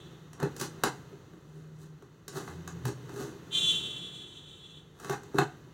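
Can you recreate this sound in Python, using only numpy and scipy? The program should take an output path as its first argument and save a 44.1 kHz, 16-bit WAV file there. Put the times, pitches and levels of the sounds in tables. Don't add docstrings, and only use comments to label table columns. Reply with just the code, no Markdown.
import sys
import numpy as np
from scipy import signal
from scipy.fft import rfft, irfft
from scipy.io import wavfile
from scipy.ndimage import uniform_filter1d

SR = 44100
rng = np.random.default_rng(int(sys.argv[2]) if len(sys.argv) > 2 else 0)


def wav_out(sig):
    wavfile.write(sys.argv[1], SR, np.round(np.clip(np.atleast_2d(sig).T, -1, 1) * 32767).astype(np.int16))


N = 252693
TIME = np.arange(N) / SR


def cutting():
    # frequency in Hz, width in Hz, relative level in dB.
    box_modes = [(125, 36, -5.5), (162, 31, 0.5), (219, 15, -2), (310.4, 45.4, 0.5), (348.6, 47, 1.5),
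                 (410, 49.7, 2)]
    lid_modes = [(716, 82, -1.5), (820, 72, 3.5), (957, 178, -2), (1151, 154, 1.5), (1563, 240, -1),
                 (2107, 210, -10), (2573, 112, -9.5), (3970, 410, -15), (4860, 120, -28)]
    # frequency in Hz, relative spectral density in dB.
    edge_spectrum = [(1200, -30), (2500, 0), (4000, -1.5), (4900, 5), (6300, 4.5), (9000, -3), (12000, -5),
                     (16000, -8)]
    on_box, on_lid, on_edge = snaps() + strokes()
    box = room(through(cut(on_box, 63, "high"), resonances(box_modes)), wet_db=-2.0)
    lid = room(through(cut(on_lid, 220, "high"), resonances(lid_modes)), wet_db=-2.0)
    edge = room(through(on_edge, colour(edge_spectrum)), wet_db=-0.5)
    return box + lid + edge


def snaps(tear_s=0.0024, tear_db=-2.5, gain_db=29.0, rebound_s=0.008, rebound_db=-14, size=2048):
    # start in seconds, relative dB on box, lid and edge.
    events = [(0.331, -53, -58, -53.5), (0.400, -43.5, -45, -51), (0.428, -28, -41, -45),
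              (0.564, -48, -55, -47), (0.598, -49, -53, -38.5), (0.612, -35.5, -39.5, -37),
              (0.836, -28.5, -25, -28), (1.130, -49, -66, -77), (1.335, -48, -62, -73),
              (2.023, -54, -61, -67), (2.280, -48.5, -52.5, -42), (2.477, -62, -47, -59),
              (2.676, -55, -46.5, -46.5), (2.853, -38.5, -39.5, -40.5), (3.093, -45, -51, -61),
              (4.999, -57, -56, -53.5), (5.046, -45, -46, -50.5), (5.096, -32, -37, -42.5),
              (5.233, -56, -59, -57), (5.345, -28, -55, -59), (5.385, -24.5, -24, -34.5)]
    force = np.zeros((3, N + size))
    t = TIME[:size]
    for start_s, *levels_db in events:
        for delay_s, loss_db in ((0, 0), (rebound_s * rng.uniform(.8, 1.2), rebound_db)):
            tear = unit_energy(rng.standard_normal(size) * np.sqrt(t) * np.exp(-t / tear_s))
            blow = (t == 0) + from_db(tear_db) * tear
            gains = from_db(np.array(levels_db) + gain_db + loss_db)
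            at = round((start_s + delay_s) * SR)
            force[:, at:at + size] += gains[:, None] * np.array([blow, blow, tear])
    return force[:, :N]


def strokes(slips_per_s=1300, spread_db=3.0, rub_db=-5.5):
    # peak time and swell/fade time in seconds, dB on box, lid and edge.
    pushes = [(0.43, 0.028, -34.5, -39.5, -58), (0.624, .025, -43, -43, -37),
              (0.861, 0.018, -34, -33.5, -47), (1.57, 0.14, -58.5, -68.5, -70),
              (1.825, .04, -56.5, -63.5, -61.5), (2.37, 0.028, -35.5, -40, -42),
              (2.47, 0.054, -48, -53.5, -54), (2.876, 0.018, -33.5, -47, -43),
              (3.205, 0.075, -37, -48, -48.5), (5.045, 0.047, -46, -49.5, -53),
              (5.122, 0.023, -39, -35, -44), (5.388, .03, -33, -38, -47)]
    sizes = from_db(spread_db * np.minimum(rng.exponential(1, N), 4)) * rng.choice([-1, 1], N)
    slips = rms_one(sizes * (rng.random(N) < slips_per_s / SR))
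    friction = rms_one(slips + from_db(rub_db) * rng.standard_normal(N))
    push = np.zeros((3, N))
    for peak_s, swell_s, *levels_db in pushes:
        distance = np.abs(TIME - peak_s) / swell_s
        push += from_db(levels_db)[:, None] * np.exp(-np.minimum(distance, 20) ** 1.36)
    return push * friction


def buzz(top_db=-14.0, dulling=0.14, rough_ratio=1.022, flutter_db=1.58, throb_db=1.3):
    # frequency in Hz, width in Hz, relative level in dB.
    body_modes = [(2290, 93, -14.5), (2789, 36, 1), (3100, 89, 2), (3420, 302, 3), (3890, 450, -6),
                  (3852, 64, -6)]
    # frequency in Hz, relative spectral density in dB.
    top_spectrum = [(4800, -10.5), (5800, -4.5), (7500, 0.5), (8200, -4.5), (9100, -2.5), (9900, -16),
                    (15500, -22)]
    rate_hz, effort = buzz_course()
    clean = pulse_train(rate_hz, jitter=.003)
    rough = pulse_train(rate_hz * rough_ratio, jitter=.012) + from_db(-4) * rng.standard_normal(N)
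    pulses = clean + from_db(-6) * rough
    drive = cut(cut(pulses, 1800, "high"), 1800, "high")
    ring = rms_one(through(drive, resonances(body_modes)))
    top = rms_one(through(pulses, colour(top_spectrum)))
    brightness = from_db(top_db) * (effort / effort.max()) ** dulling
    heard = rms_one(room(ring + brightness * top, wet_db=-3.5))
    return effort * from_db(flutter_db * drift(45) + throb_db * drift(14)) * heard


def buzz_course(attack_s=0.054, hold_s=0.18, sink_s=0.38, sink_db=25.5,
                release_at_s=1.2, release_db_per_s=68, sag_hz=10, sag_s=0.26):
    # start in seconds, settled pulse rate in Hz, held level in dB.
    buzzes = [(-1.25, 335, -26), (3.5, 339, -27.5)]
    rate_hz, effort = np.zeros(N), np.zeros(N)
    for start_s, settled_hz, db in buzzes:
        age_s = np.maximum(TIME - start_s, 0)
        sunk_db = sink_db * (1 - np.exp(-np.maximum(age_s - hold_s, 0) / sink_s))
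        released_db = release_db_per_s * np.maximum(age_s - release_at_s, 0)
        effort += np.minimum(age_s / attack_s, 1) ** 2 * from_db(db - sunk_db - released_db)
        rate_hz = np.where(age_s > 0, settled_hz + sag_hz * np.exp(-age_s / sag_s), rate_hz)
    return rate_hz, effort


def pulse_train(rate_hz, jitter):
    step = rate_hz * (1 + jitter * drift(140) + 0.00151 * drift(18)) / SR
    phase = np.cumsum(step)
    at = np.flatnonzero(np.diff(np.floor(phase)))
    overshoot = (phase[at + 1] % 1) / step[at]
    pulses = np.zeros(N)
    pulses[at], pulses[at + 1] = overshoot, 1 - overshoot
    return rms_one(pulses)


def handling(attack_s=0.096, release_s=0.37):
    # start and end of the shift in seconds, relative level in dB.
    shifts = [(-.1, 0.125, -51.5), (0.42, 0.954, -49), (2.32, 3.5, -48.5), (3.49, 3.81, -48),
              (5.05, 5.492, -51.5)]
    rub = np.zeros(N)
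    for start_s, end_s, db in shifts:
        rise = np.clip((TIME - start_s) / attack_s, 0, 1)
        rub += from_db(db) * rise * np.exp(-np.maximum(TIME - end_s, 0) / release_s)
    return rub


def hums(fade_s=0.04, waver_db=1.1, wander=0.0117):
    # start and end in seconds, frequency in Hz, rms level in dB.
    tones = [(0.09, 0.392, 156.5, -54), (1.46, 1.997, 155.5, -49.5), (2.463, 2.957, 83.3, -51.5),
             (2.485, 2.826, 167.5, -46), (2.728, 3.25, 125, -48.5), (2.83, 2.915, 125, -32)]
    out = np.zeros(N)
    for start_s, end_s, hz, db in tones:
        pitch_hz = hz * (1 + wander * drift(6.96))
        gate = np.clip(np.minimum(TIME - start_s, end_s - TIME) / fade_s, 0, 1)
        amplitude = np.sqrt(2) * gate * from_db(db + waver_db * drift(16))
        out += amplitude * np.sin(2 * np.pi * np.cumsum(pitch_hz) / SR)
    return out


def background(rumble_db=-63.5, rush_db=-56.5, hiss_db=-64.0, rub_low_db=-1.5, rub_high_db=-7.5,
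               rumble_hz=100, split_hz=550):
    # frequency in Hz, relative spectral density in dB.
    air_spectrum = [(25, -22), (55, -10), (105, -3.5), (155, 3.5), (215, -10), (390, -5.5), (640, -21.5),
                    (1250, -19), (2100, -24.5), (4000, -28.5), (6600, -31), (8500, -42), (11000, -44),
                    (16000, -43)]
    deep, low, high = (through(white, colour(air_spectrum)) for white in rng.standard_normal((3, N)))
    rumble = rms_one(cut(cut(deep, rumble_hz, "low"), rumble_hz, "low"))
    rush = rms_one(cut(cut(low, rumble_hz, "high"), split_hz, "low"))
    hiss = rms_one(cut(high, split_hz, "high"))
    rub = handling()
    rush_gain = np.hypot(from_db(rush_db), from_db(rub_low_db) * rub)
    hiss_gain = np.hypot(from_db(hiss_db), from_db(rub_high_db) * rub)
    return from_db(rumble_db) * rumble + rush_gain * rush + hiss_gain * hiss


def room(x, wet_db, t60_s=0.32, wall_cut_hz=8700, first_echo_s=0.0019,
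         early_s=0.047, thinning_s=0.016, late_db=-7.0):
    t = TIME[:SR // 2]
    thicken = 1 - np.exp(-np.maximum(t / first_echo_s - 1, 0))
    decay = thicken * from_db(-60 * t / t60_s + late_db * np.clip((t - early_s) / thinning_s, 0, 1))
    spectrum = rfft(rng.standard_normal(len(t)) * decay)
    echoes = irfft(spectrum / np.sqrt(uniform_filter1d(np.abs(spectrum) ** 2, size=45)), len(t))
    response = from_db(wet_db) * cut(unit_energy(echoes * thicken * (t < t60_s)), wall_cut_hz, "low")
    response[0] = 1
    return through(x, response / np.hypot(1, from_db(wet_db)))


def resonances(modes, size=8192):
    t = TIME[:size]
    response = np.zeros(size)
    for k, (hz, width_hz, db) in enumerate(modes):
        envelope = from_db(db) * width_hz * np.exp(-np.pi * width_hz * t)
        response += (-1) ** k * envelope * np.sin(2 * np.pi * hz * t)
    return unit_energy(response)


def colour(points, size=8192):
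    hz, db = np.transpose(points)
    bins_hz = np.maximum(np.fft.rfftfreq(size, 1 / SR), 1)
    gain = from_db(np.interp(np.log(bins_hz), np.log(hz), db)) * np.minimum(bins_hz / hz[0], 1) ** 2
    cepstrum = irfft(np.log(gain))
    cepstrum[size // 2:] = 0
    return unit_energy(irfft(np.exp(2 * rfft(cepstrum))))


def drift(rate_hz):
    knots = rng.standard_normal(8192)
    return rms_one(np.interp(TIME * rate_hz, np.arange(len(knots)), knots))


def cut(x, hz, kind):
    return signal.sosfilt(signal.butter(2, min(hz, .45 * SR), kind, fs=SR, output="sos"), x)


def through(x, response):
    return signal.fftconvolve(x, response)[:N]


def unit_energy(x):
    return x / np.sqrt(np.sum(x ** 2))


def rms_one(x):
    return x / np.sqrt(np.mean(x ** 2) + 1e-20)


def from_db(db):
    return 10 ** (np.asarray(db) / 20)


def scene():
    return (cutting() + buzz() + hums() + background())[None]


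def record(dry, cutoff_hz=16100):
    # centre in Hz, width in Hz, gain at the centre in dB.
    port_dips = [(2307, 314, -49), (2786, 67, -21), (3316, 110, -17), (4684, 320, -7.5), (5223, 660, -22)]
    for hz, width_hz, db in port_dips:
        dry = dry + (from_db(db) - 1) * signal.lfilter(*signal.iirpeak(hz, hz / width_hz, fs=SR), dry)
    return signal.sosfilt(signal.ellip(10, .2, 80, cutoff_hz, fs=SR, output="sos"), dry)


dry = scene()
out = record(dry)
wav_out(out)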